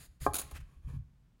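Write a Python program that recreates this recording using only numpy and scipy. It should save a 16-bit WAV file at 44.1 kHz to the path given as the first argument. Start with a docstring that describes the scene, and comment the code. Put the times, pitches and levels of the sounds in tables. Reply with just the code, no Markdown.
"""A quiet kitchen, one microphone close to a wooden board where a chef's knife pares a butternut squash.
The blade hisses down through the flesh, knocks on the board, then scrapes sideways in a run of crisp
slips as it pushes the peel away. The squash is turned and bumps dully, booming in the counter; hands
and sleeves rustle. A short reverberation and a low room tone lie behind it all."""
import sys
import numpy as np
from scipy import signal
from scipy.fft import rfft, irfft
from scipy.io import wavfile

SR = 44100
rng = np.random.default_rng(int(sys.argv[2]) if len(sys.argv) > 2 else 0)


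def int16_out(signal):
    """Quantize to a 16-bit WAV file."""
    q = np.round(np.clip(np.atleast_2d(signal).T, -1, 1) * 32767)
    wavfile.write(sys.argv[1], SR, q.astype(np.int16))


N = 61739
TIME = np.arange(N) / SR

# The edge lands on the board, later touches it again.
# Each row: start in seconds, impulse in dB, contact time in seconds.
CHOPS = [(0.2649, -19, .00076), (0.5155, -51, .0006)]
# The wooden board's modes. Each row: frequency in Hz, gain in dB, T60 in seconds.
BOARD_MODES = [(299.6, -12.5, 0.094), (422, -6, 0.06), (559.7, -11, 0.077), (754, 4, 0.019),
               (837, -13.5, 0.2), (1082.5, 3, 0.083), (1198.6, 1.5, 0.063), (1610, -0.5, 0.031),
               (2372, 2.5, 0.047)]
# The knock reaches the microphone off the nearest surfaces. Each row: delay in seconds, gain in dB.
NEAR_ECHOES = [(.007, -9), (0.0132, -15.5)]
BOARD_RADIATES_HZ = 324  # slower motion hardly moves the air

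# The edge catches and slips on the board. Each row: start in seconds, level in dB, decay in seconds.
SLIPS = [(0.3345, -35, 0.0052), (0.3424, -26.5, 0.0057), (0.3533, -30, 0.0092), (0.3655, -34, 0.0057),
         (0.366, -52, 0.0041), (0.372, -48, 0.0056), (0.3833, -35.5, .005), (0.3862, -35.5, 0.014),
         (0.395, -37.5, 0.0054), (0.403, -50, 0.0079), (0.415, -35.5, 0.0033), (0.5113, -48.5, 0.0085)]
# The colour of the scrape. Each row: frequency in Hz, relative level in dB.
SCRAPE_SPECTRUM = [(300, -3), (1200, -1.5), (2000, -13.5), (2400, -3), (3000, -8), (3900, -3), (5800, -10),
                   (6800, -0.5), (8100, -4), (10500, 5), (13600, -6), (15000, -3.5)]
# The blade's modes. Each row: frequency in Hz, gain in dB, T60 in seconds.
BLADE_MODES = [(7026, -2, 0.024), (9340, -11.5, 0.014), (10240, 7.5, 0.0056), (10400, -3.5, 0.004)]
SLIP_ATTACK_S, BLADE_RING_DB = .0007, -10

# The blade slides through the flesh.
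# Each row: start in seconds, length in seconds, starting level in dB, swell in dB per second.
CUTS = [(-0.01, 0.071, -54.5, -75.5), (0.097, 0.075, -85, -6), (0.2, 0.067, -51.5, 51.5)]
# The hiss of the cut. Each row: frequency in Hz, relative level in dB.
FLESH_SPECTRUM = [(300, 0), (900, -6.5), (1700, -0.5), (3300, -5.5), (4900, -0.5), (5700, -14.5),
                  (6900, 1.5), (8000, -6), (9800, 1), (11800, -3), (12900, -7), (15000, -9.5)]
CUT_ATTACK_S, CUT_RELEASE_S = 0.018, .008

# Knife and squash push softly on the counter.
# Each row: start in seconds, impulse in dB, contact time in seconds.
BUMPS = [(0.0, -61.5, 0.0022), (0.082, -47.5, 0.017), (0.204, -39.5, 0.015), (0.213, -43.5, .005),
         (0.271, -37, 0.0084), (0.43, -46, 0.011), (0.513, -57, 0.0037), (0.524, -38.5, 0.014),
         (0.584, -52.5, 0.0037), (0.622, -36, 0.021), (0.76, -46, 0.015), (0.844, -36, 0.013),
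         (0.867, -43, 0.0046), (0.889, -47.5, 0.0066), (0.935, -43, 0.0023), (0.956, -42, 0.0039),
         (0.987, -43.5, 0.0066)]
# The counter's modes. Each row: frequency in Hz, gain in dB, T60 in seconds.
COUNTER_MODES = [(37.08, -4, 0.19), (75.6, 12.5, 0.14), (86.3, 9.5, .13), (129.6, 10, 0.096),
                 (167.5, 4.5, 0.11), (251, -1.5, 0.079)]
TREMOR_PEAK_S, TREMOR_WIDTH_S, TREMOR_DB = .5, 0.12, -57.5

# The peel rubs over the board. Each row: peak time in seconds, half width in seconds, level in dB.
PEEL_RUBS = [(0.423, 0.0092, -53), (0.491, 0.045, -64.5), (0.5165, 0.0016, -61), (0.565, 0.012, -50.5),
             (0.608, 0.0059, -61.5)]
# The colour of the peel's rustle. Each row: frequency in Hz, relative level in dB.
PEEL_SPECTRUM = [(300, -2), (750, -6), (1400, -1.5), (2000, -2), (2550, -0.5), (3500, -9), (5700, -13.5),
                 (10000, -12), (15000, -19)]
# Sleeve and hand brush past as the squash is turned.
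# Each row: peak time in seconds, half width in seconds, level in dB.
SLEEVE_SWISHES = [(0.725, 0.048, -73), (0.853, 0.019, -74), (0.897, 0.015, -62), (0.945, 0.022, -65.5)]
# The hollow colour of the sleeve. Each row: frequency in Hz, relative level in dB.
SLEEVE_SPECTRUM = [(300, 6.5), (450, 3.5), (750, -4.5), (1120, 6.5), (1400, -6), (1680, 2.5), (2050, -11.5),
                   (2450, 0), (2800, -12.5), (3100, -5.5), (3500, -11), (6000, -16.5), (6900, -9),
                   (7800, -18.5), (10000, -10.5), (15000, -23)]

# The quiet of the kitchen. Each row: frequency in Hz, relative level in dB.
ROOM_TONE_SPECTRUM = [(25, -4.5), (55, -1), (90, -17), (130, -3.5), (200, -14.5), (400, -31), (1200, -35.5),
                      (4000, -43.5), (8000, -48.5), (15000, -52.5)]
ROOM_TONE_DB = -64.5
ROOM_T60_S, ROOM_TREBLE_T60_S, ROOM_SPLIT_HZ = .48, 0.22, 5000
ROOM_GAP_S, ROOM_BUILD_S = .005, 0.0031
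CHOP_ROOM_DB, SCRAPE_ROOM_DB, SOFT_ROOM_DB = -16, -14.5, -13
CUTOFF_HZ = 15900


def chop():
    """The edge strikes the board: a crack and a short wooden ring, thickened by close echoes."""
    force = pushes(CHOPS)
    wood = sum(from_db(db) * ring(force, hz, t60) for hz, db, t60 in BOARD_MODES)
    wood = signal.sosfilt(signal.butter(2, BOARD_RADIATES_HZ, "high", fs=SR, output="sos"), wood)
    echoes = sum(from_db(db) * np.interp(TIME - delay, TIME, wood, left=0) for delay, db in NEAR_ECHOES)
    return wood + echoes


def scrape():
    """Each slip of the edge sheds a dying burst of clicks, which also rings the blade."""
    level = 0
    for start, db, decay_s in SLIPS:
        age = np.maximum(TIME - start, 0)
        level += from_db(db) * np.minimum(age / SLIP_ATTACK_S, 1) * np.exp(-age / decay_s)
    grit = level * coloured(grains(per_s=35000, spread_db=2.5), SCRAPE_SPECTRUM)
    blade = from_db(BLADE_RING_DB) * grit.std() * unit_rms(struck(grit, BLADE_MODES))
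    return grit + blade


def slicing():
    """Cells of the squash burst in a fine hiss for as long as the blade moves."""
    level = 0
    for start, length, db, swell_db_per_s in CUTS:
        age = TIME - start
        swell = from_db(db + swell_db_per_s * np.clip(age, 0, length))
        attack = np.clip(age / CUT_ATTACK_S, 0, 1)
        release = np.exp(-np.maximum(age - length, 0) / CUT_RELEASE_S)
        level += swell * attack * release
    return level * coloured(grains(per_s=28000, spread_db=1), FLESH_SPECTRUM)


def counter():
    """The counter booms under each bump; working hands add a faint tremor that swells and fades."""
    effort = bell(TREMOR_PEAK_S, TREMOR_WIDTH_S)
    tremor = from_db(TREMOR_DB) * effort * unit_rms(struck(rng.standard_normal(N), COUNTER_MODES))
    return struck(pushes(BUMPS), COUNTER_MODES) + tremor


def brushing(strokes, spectrum):
    """Peel or sleeve rubs lightly: a rustle of tiny contacts rises and falls with each stroke."""
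    level = sum(from_db(db) * bell(peak, width) for peak, width, db in strokes)
    return level * coloured(grains(per_s=8700, spread_db=2), spectrum)


def kitchen_reverb(x):
    """Diffuse reflections from farther off in the kitchen; their treble dies first."""
    noise = rng.standard_normal(N)
    low = signal.sosfilt(signal.butter(2, ROOM_SPLIT_HZ, fs=SR, output="sos"), noise)
    high = signal.sosfilt(signal.butter(2, ROOM_SPLIT_HZ, "high", fs=SR, output="sos"), noise)
    tail = low * from_db(-60 * TIME / ROOM_T60_S) - high * from_db(-60 * TIME / ROOM_TREBLE_T60_S)
    tail *= np.clip((TIME - ROOM_GAP_S) / ROOM_BUILD_S, 0, 1)
    return signal.fftconvolve(x, tail / np.linalg.norm(tail))[:N]


def room_tone():
    """The kitchen's background: a faint, steady noise, mostly bass."""
    return from_db(ROOM_TONE_DB) * coloured(rng.standard_normal(N), ROOM_TONE_SPECTRUM)


def pushes(contacts):
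    """A rounded pulse of force for each contact; longer contacts are duller."""
    force = np.zeros(N)
    for start, db, contact_s in contacts:
        pulse = np.sin(np.pi * np.clip((TIME - start) / contact_s, 0, 1)) ** 2
        force += from_db(db) * pulse / (pulse.sum() + 1e-12)
    return force


def struck(force, modes):
    """A body's modes ring in parallel, with alternating signs."""
    return sum((-1) ** k * from_db(db) * ring(force, hz, t60) for k, (hz, db, t60) in enumerate(modes))


def ring(force, hz, t60):
    """One mode: a unit click starts a dying sine of height 1."""
    radius, angle = from_db(-60 / (t60 * SR)), 2 * np.pi * hz / SR
    return signal.lfilter([0, np.sin(angle)], [1, -2 * radius * np.cos(angle), radius ** 2], force + 1e-18)


def grains(per_s, spread_db):
    """Tiny clicks of uneven size at random moments."""
    clicks = (rng.random(N) < per_s / SR) * rng.choice([-1, 1], N)
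    return clicks * from_db(spread_db * np.clip(rng.standard_normal(N), -2, 2))


def coloured(x, spectrum):
    """Give a steady texture a spectrum, at unit rms."""
    hz, db = np.transpose(spectrum)
    bin_hz = np.maximum(np.fft.rfftfreq(N, 1 / SR), 1)
    gain = from_db(np.interp(np.log(bin_hz), np.log(hz), db))
    bass_rolloff = np.minimum(bin_hz / hz[0], 1) ** 2
    return unit_rms(irfft(rfft(x) * gain * bass_rolloff, N))


def bell(peak_s, width_s):
    """A Gaussian swell of height 1."""
    return np.exp(-.5 * ((TIME - peak_s) / width_s) ** 2)


def from_db(db):
    """Decibels to gain."""
    return 10 ** (np.asarray(db) / 20)


def unit_rms(x):
    """Scale to unit rms."""
    return x / np.sqrt(np.mean(x ** 2) + 1e-20)


def scene():
    """Knife, board and counter close to the microphone, with the room behind them."""
    knock, grit = chop(), scrape()
    soft = slicing() + brushing(PEEL_RUBS, PEEL_SPECTRUM)
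    soft += brushing(SLEEVE_SWISHES, SLEEVE_SPECTRUM) + counter()
    send = from_db(CHOP_ROOM_DB) * knock + from_db(SCRAPE_ROOM_DB) * grit + from_db(SOFT_ROOM_DB) * soft
    return (knock + grit + soft + kitchen_reverb(send) + room_tone())[None]


def record(dry):
    """The microphone's mono signal, with the highest treble cut steeply."""
    return signal.sosfilt(signal.ellip(10, .2, 80, CUTOFF_HZ, fs=SR, output="sos"), dry)


dry = scene()
out = record(dry)
int16_out(out)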